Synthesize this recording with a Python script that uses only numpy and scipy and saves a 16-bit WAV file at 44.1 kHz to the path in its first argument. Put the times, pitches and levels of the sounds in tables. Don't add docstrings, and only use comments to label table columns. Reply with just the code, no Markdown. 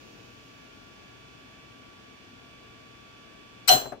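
import sys
import numpy as np
from scipy import signal
from scipy.fft import rfft, irfft
from scipy.io import wavfile
from scipy.ndimage import uniform_filter1d

SR = 44100
rng = np.random.default_rng(int(sys.argv[2]) if len(sys.argv) > 2 else 0)


def file_out(sig):
    cols = np.atleast_2d(sig).T
    lim = np.clip(cols, -1, 1)
    pcm = np.round(lim * 32767).astype(np.int16)
    wavfile.write(sys.argv[1], SR, pcm)


N = 176400
TIME, FREQS = np.arange(N) / SR, np.maximum(np.fft.rfftfreq(N, 1 / SR), 1)
CRACK_S, ATTACK_S, CUTOFF_HZ = 3.6884, 0.001, 15800


def from_db(db):
    return 10 ** (np.asarray(db) / 20)


def unit_rms(x):
    return x / np.sqrt(np.mean(x ** 2) + 1e-20)


def per_bin(curve):
    if np.ndim(curve) == 0:
        return curve
    hz, values = np.array(curve).T
    return np.interp(np.log(FREQS), np.log(hz), values)


def pan(pan_db):
    gains = from_db(np.array([[.5], [-.5]]) * pan_db)
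    return gains / np.sqrt(np.mean(gains ** 2, axis=0))


def drift(rate_hz):
    return unit_rms(irfft(rfft(rng.standard_normal(N)) / (1 + (FREQS / rate_hz) ** 2), N))


def noise(spectrum, pan_db=0, correlation=0):
    mid, side = rfft(rng.standard_normal((2, N)))
    alike = np.clip(per_bin(correlation), -1, 1)
    stereo = np.sqrt(1 + alike) * mid + np.sqrt(1 - alike) * side * [[1], [-1]]
    shaped = stereo * from_db(per_bin(spectrum)) * pan(per_bin(pan_db))
    return unit_rms(irfft(shaped * (FREQS < CUTOFF_HZ), N))


def envelope(start_s, rise_s, hold_s, t60_s):
    age_s = TIME - start_s
    decay_db = -60 * np.clip((age_s - rise_s - hold_s) / t60_s, 0, 3)
    return np.clip(age_s / rise_s, 0, 1) * from_db(decay_db)


def tone(hz, left_lead_rad=0, waver_rad=0):
    phase = 2 * np.pi * (hz * TIME + rng.random()) + waver_rad
    return np.sqrt(2) * np.sin(phase + left_lead_rad * np.array([[.5], [-.5]]))


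# freq_hz, density_db
FAN_SPECTRUM = [(15, -44), (25, -23), (49, -5.5), (82, -7.5), (119, -2.5), (152, -7), (268, -2.5),
                (391, -7.5), (448, -6.5), (556, -13.5), (636, -8), (768, -12), (1060, -13.5), (1150, -13.5),
                (1250, -15.5), (1630, -11), (2030, -17.5), (2320, -11.5), (3120, -12.5), (3390, -18),
                (3670, -18.5), (5970, -24), (9430, -38.5), (12400, -37.5), (15800, -43)]
# freq_hz, pan_db
AMBIENT_PAN = [(60, 8), (130, 6), (290, 3.5), (640, 4), (1400, 2), (2100, -1.5), (3100, -4), (4400, -4),
               (5900, -2), (7000, -2), (7900, 13), (9200, 4), (11000, -1.5), (15000, 11)]
# freq_hz, correlation
AMBIENT_CORRELATION = [(60, 0.75), (150, 0.81), (380, 0.2), (950, -0.39), (2380, -0.23), (5980, -0.18),
                       (15000, 0.01)]
def fan():
    return from_db(-51.5) * noise(FAN_SPECTRUM, AMBIENT_PAN, AMBIENT_CORRELATION)


# freq_hz, density_db
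HAND_SPECTRUM = [(60, -23), (200, -8), (400, 3), (650, -9), (1500, -18), (8000, -45)]
def hand():
    gain = from_db(-57.5) * envelope(start_s=0, rise_s=0.019, hold_s=0.21, t60_s=0.66)
    return gain * noise(HAND_SPECTRUM, AMBIENT_PAN, AMBIENT_CORRELATION)


def hiss(low_edge_hz=3500, fade_db_per_s=8):
    spectrum = [(5000, 2.5), (6800, 0.5), (8000, -17), (15000, -12.5)]  # freq_hz, density_db
    highpass = signal.butter(2, low_edge_hz, "high", fs=SR, output="sos")
    treble = unit_rms(signal.sosfilt(highpass, noise(spectrum)))
    return from_db(-62 - fade_db_per_s * TIME) * treble


# pitch_hz, level_db, pan_db
HUM_LINES = [(119.5, -67.5, 3), (267.5, -71, 4), (1405, -72.5, 10), (1700, -76, 3), (2567, -70, -9),
             (2790, -78, -2)]
def hum(waver_db=3, waver_rad=0.7):
    out = 0
    for hz, level_db, pan_db in HUM_LINES:
        gain = from_db(level_db + waver_db * drift(rate_hz=3.6))
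        out += gain * pan(pan_db) * tone(hz, waver_rad=waver_rad * drift(rate_hz=4))
    return out


# level_db, pan_db, left_lead_rad
WHINE_HARMONICS = [(-61.5, -3, 0.68), (-65.5, -2, 1.66), (-66, 0.5, 1.06), (-76, -5, 1.3), (-79.5, -6.5, 0),
                   (-84, -3, 0), (-87, 10.5, 0)]
def whine(pitch_hz=1150.9, start_db=-5, rise_s=1, waver_db=0.84):
    swell_db = start_db * np.clip(1 - TIME / rise_s, 0, 1)
    out = 0
    for harmonic, (level_db, pan_db, lead_rad) in enumerate(WHINE_HARMONICS, 1):
        gain = from_db(level_db + swell_db + waver_db * drift(rate_hz=1.5))
        out += gain * pan(pan_db) * tone(harmonic * pitch_hz, lead_rad)
    return out


# freq_hz, density_db
REVERB_SPECTRUM = [(150, -14), (400, -10), (650, 6.5), (950, -2), (1600, -3.5), (2300, -9), (3050, 0),
                   (3400, 1.5), (3700, -10), (4200, -1.5), (5100, -10), (6100, -2), (7150, -12.5),
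                   (8000, -10), (9300, -16.5), (10200, -10.5), (12500, -8.5), (14500, -16), (15200, -20),
                   (15800, -37)]
# freq_hz, pan_db
REVERB_PAN = [(200, 10), (700, 4.5), (1500, 1), (3100, 0), (5500, -5), (8000, -0.5), (14000, 0)]
# freq_hz, correlation
REVERB_CORRELATION = [(150, 0.8), (400, -0.4), (800, -0.2), (3000, -0.39), (6000, -0.1), (15000, 0)]
# freq_hz, t60_s
REVERB_DECAY = [(150, 1), (600, 0.6), (1500, 0.35), (3000, 0.33), (6000, 0.32), (14000, 0.2)]
def room():
    wash = rfft(noise(REVERB_SPECTRUM, REVERB_PAN, REVERB_CORRELATION))
    out = 0
    for centre_hz, t60_s in REVERB_DECAY:
        band = per_bin([(hz, float(hz == centre_hz)) for hz, _ in REVERB_DECAY])
        out += irfft(wash * band, N) * envelope(CRACK_S, rise_s=0.01, hold_s=0.038, t60_s=t60_s)
    return from_db(-17.5) * out


# start_s, level_db, lowpass_hz, t60_s
MOUNT_KNOCKS = [(3.767, -31, 3000, 0.062), (3.816, -29, 700, 0.091), (3.856, -25, 800, 0.085),
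                (3.921, -24, 3000, .11)]
# freq_hz, density_db
KNOCK_SPECTRUM = [(100, -23.5), (280, 0), (430, -8.5), (650, 8), (900, -4.5), (1150, -5), (1700, -10),
                  (2500, -22.5), (4000, -30.5), (15000, -26)]
DESK_CORRELATION = 0.62
def mount():
    out = 0
    for start_s, level_db, lowpass_hz, t60_s in MOUNT_KNOCKS:
        burst = noise(KNOCK_SPECTRUM, pan_db=10.5, correlation=DESK_CORRELATION)
        lowpass = signal.butter(1, lowpass_hz, fs=SR, output="sos")
        knock = unit_rms(signal.sosfilt(lowpass, burst))
        out += from_db(level_db) * envelope(start_s, ATTACK_S, hold_s=0, t60_s=t60_s) * knock
    return out


# freq_hz, density_db
DESK_SPECTRUM = [(30, -21), (60, -4), (100, -13.5), (133, 4), (165, -18), (265, -2), (320, -7.5),
                 (400, 1.5), (550, -8.5), (900, -21.5), (3000, -69.5)]
def desk(coupling_db=-12.5):
    gain = from_db(-26) * envelope(start_s=3.70, rise_s=0.04, hold_s=0.018, t60_s=0.2)
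    for start_s, knock_db, _, _ in MOUNT_KNOCKS:
        stir = from_db(knock_db + coupling_db) * envelope(start_s, ATTACK_S, hold_s=0, t60_s=0.44)
        gain = np.hypot(gain, stir)
    return gain * noise(DESK_SPECTRUM, pan_db=3.5, correlation=DESK_CORRELATION)


DISC_PITCHES_HZ = [644, 722, 749, 1555, 2933, 3104, 4097, 4101, 4299, 5780, 6207, 7526, 11289, 14921]
# level_db, rise_s, t60_s, pan_db, left_lead_rad
DISC_MODES = [(-29.5, 0.024, .4, 9.5, 0.5), (-16, 0.017, 0.15, 8.5, -4.8), (-19, 0.017, 0.21, 7, -1.5),
              (-30, .012, 0.32, 4, 2), (-26.5, 0.0023, .29, -13, 0), (-31, .002, .26, -11, -5.5),
              (-14.5, .016, .18, 6, 1.5), (-31.5, 0.026, .7, -8, -0.5), (-36, .004, .22, 1, 0),
              (-29, .001, .05, -6.5, 1.5), (-33, 0.037, 0.32, -2, -2), (-27, .03, 0.36, 10, 1.4),
              (-39, .02, 0.27, 5, 1), (-22.5, .028, 0.3, 11, -1.5)]
def disc(hold_s=0.023, waver_db=2.1, choke_s=3.912, choke_db=-12, choke_ramp_s=0.023):
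    ring = 0
    for hz, (level_db, rise_s, t60_s, pan_db, lead_rad) in zip(DISC_PITCHES_HZ, DISC_MODES):
        gain = from_db(level_db + waver_db * drift(rate_hz=25))
        ring += gain * envelope(CRACK_S, rise_s, hold_s, t60_s) * pan(pan_db) * tone(hz, lead_rad)
    choke = np.clip((TIME - choke_s) / choke_ramp_s, 0, 1)
    return ring * from_db(choke_db * choke)


# freq_hz, density_db
SPARK_SPECTRUM = [(240, -42), (400, -15), (1920, -8.5), (2950, -10.5), (3550, -19.5), (4140, 4.5),
                  (4610, -14), (5050, -5), (6170, -16), (7080, -11.5), (8260, 0.5), (9340, -32.5),
                  (10100, -17), (14800, -9), (15800, -21)]
# freq_hz, pan_db
SPARK_BALANCE = [(600, 14), (2900, 5), (4100, 27), (6000, 7), (8000, 17.5), (15000, 18)]
def spark():
    gain = from_db(-14.5) * envelope(start_s=3.675, rise_s=0.008, hold_s=0.002, t60_s=0.033)
    return gain * noise(SPARK_SPECTRUM, SPARK_BALANCE)


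# freq_hz, density_db
CRACK_SPECTRUM = [(240, -48.5), (400, -17), (863, -8), (2340, -22), (3000, 1.5), (3600, -20), (4200, -3),
                  (5210, -19), (5800, 5.5), (6360, -18.5), (7770, -12), (9060, -20), (13300, -17.5),
                  (15000, -27), (15800, -34.5)]
# freq_hz, pan_db
CRACK_BALANCE = [(800, -4), (1600, -3), (3000, -13.5), (5800, -3.5), (8200, 7), (14000, 1.5)]
def crack():
    gain = from_db(-7.5) * envelope(CRACK_S, ATTACK_S, hold_s=0.0019, t60_s=0.032)
    return gain * noise(CRACK_SPECTRUM, CRACK_BALANCE)


def scene():
    background = fan() + hiss() + hand() + hum() + whine()
    return background + spark() + crack() + room() + disc() + mount() + desk()


LIMIT_DB, RELEASE_DB_PER_S, DETECTOR_S, DUCK_LAG_S = -17, 0.5, 0.05, 0.054
def record(dry):
    power = uniform_filter1d(np.mean(dry ** 2, axis=0), int(DETECTOR_S * SR))
    over_db = np.maximum(10 * np.log10(np.maximum(power, 1e-12)) - LIMIT_DB, 0)
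    release_db = RELEASE_DB_PER_S * TIME
    duck_db = np.maximum.accumulate(over_db + release_db) - release_db
    pole = np.exp(-1 / (DUCK_LAG_S * SR))
    ducked = dry * from_db(-signal.lfilter([1 - pole], [1, -pole], duck_db))
    rounded = ducked / (1 + ducked ** 6) ** (1 / 6)
    lowpass = signal.ellip(12, .1, 80, CUTOFF_HZ, fs=SR, output="sos")
    return signal.sosfilt(lowpass, rounded)


dry = scene()
out = record(dry)
file_out(out)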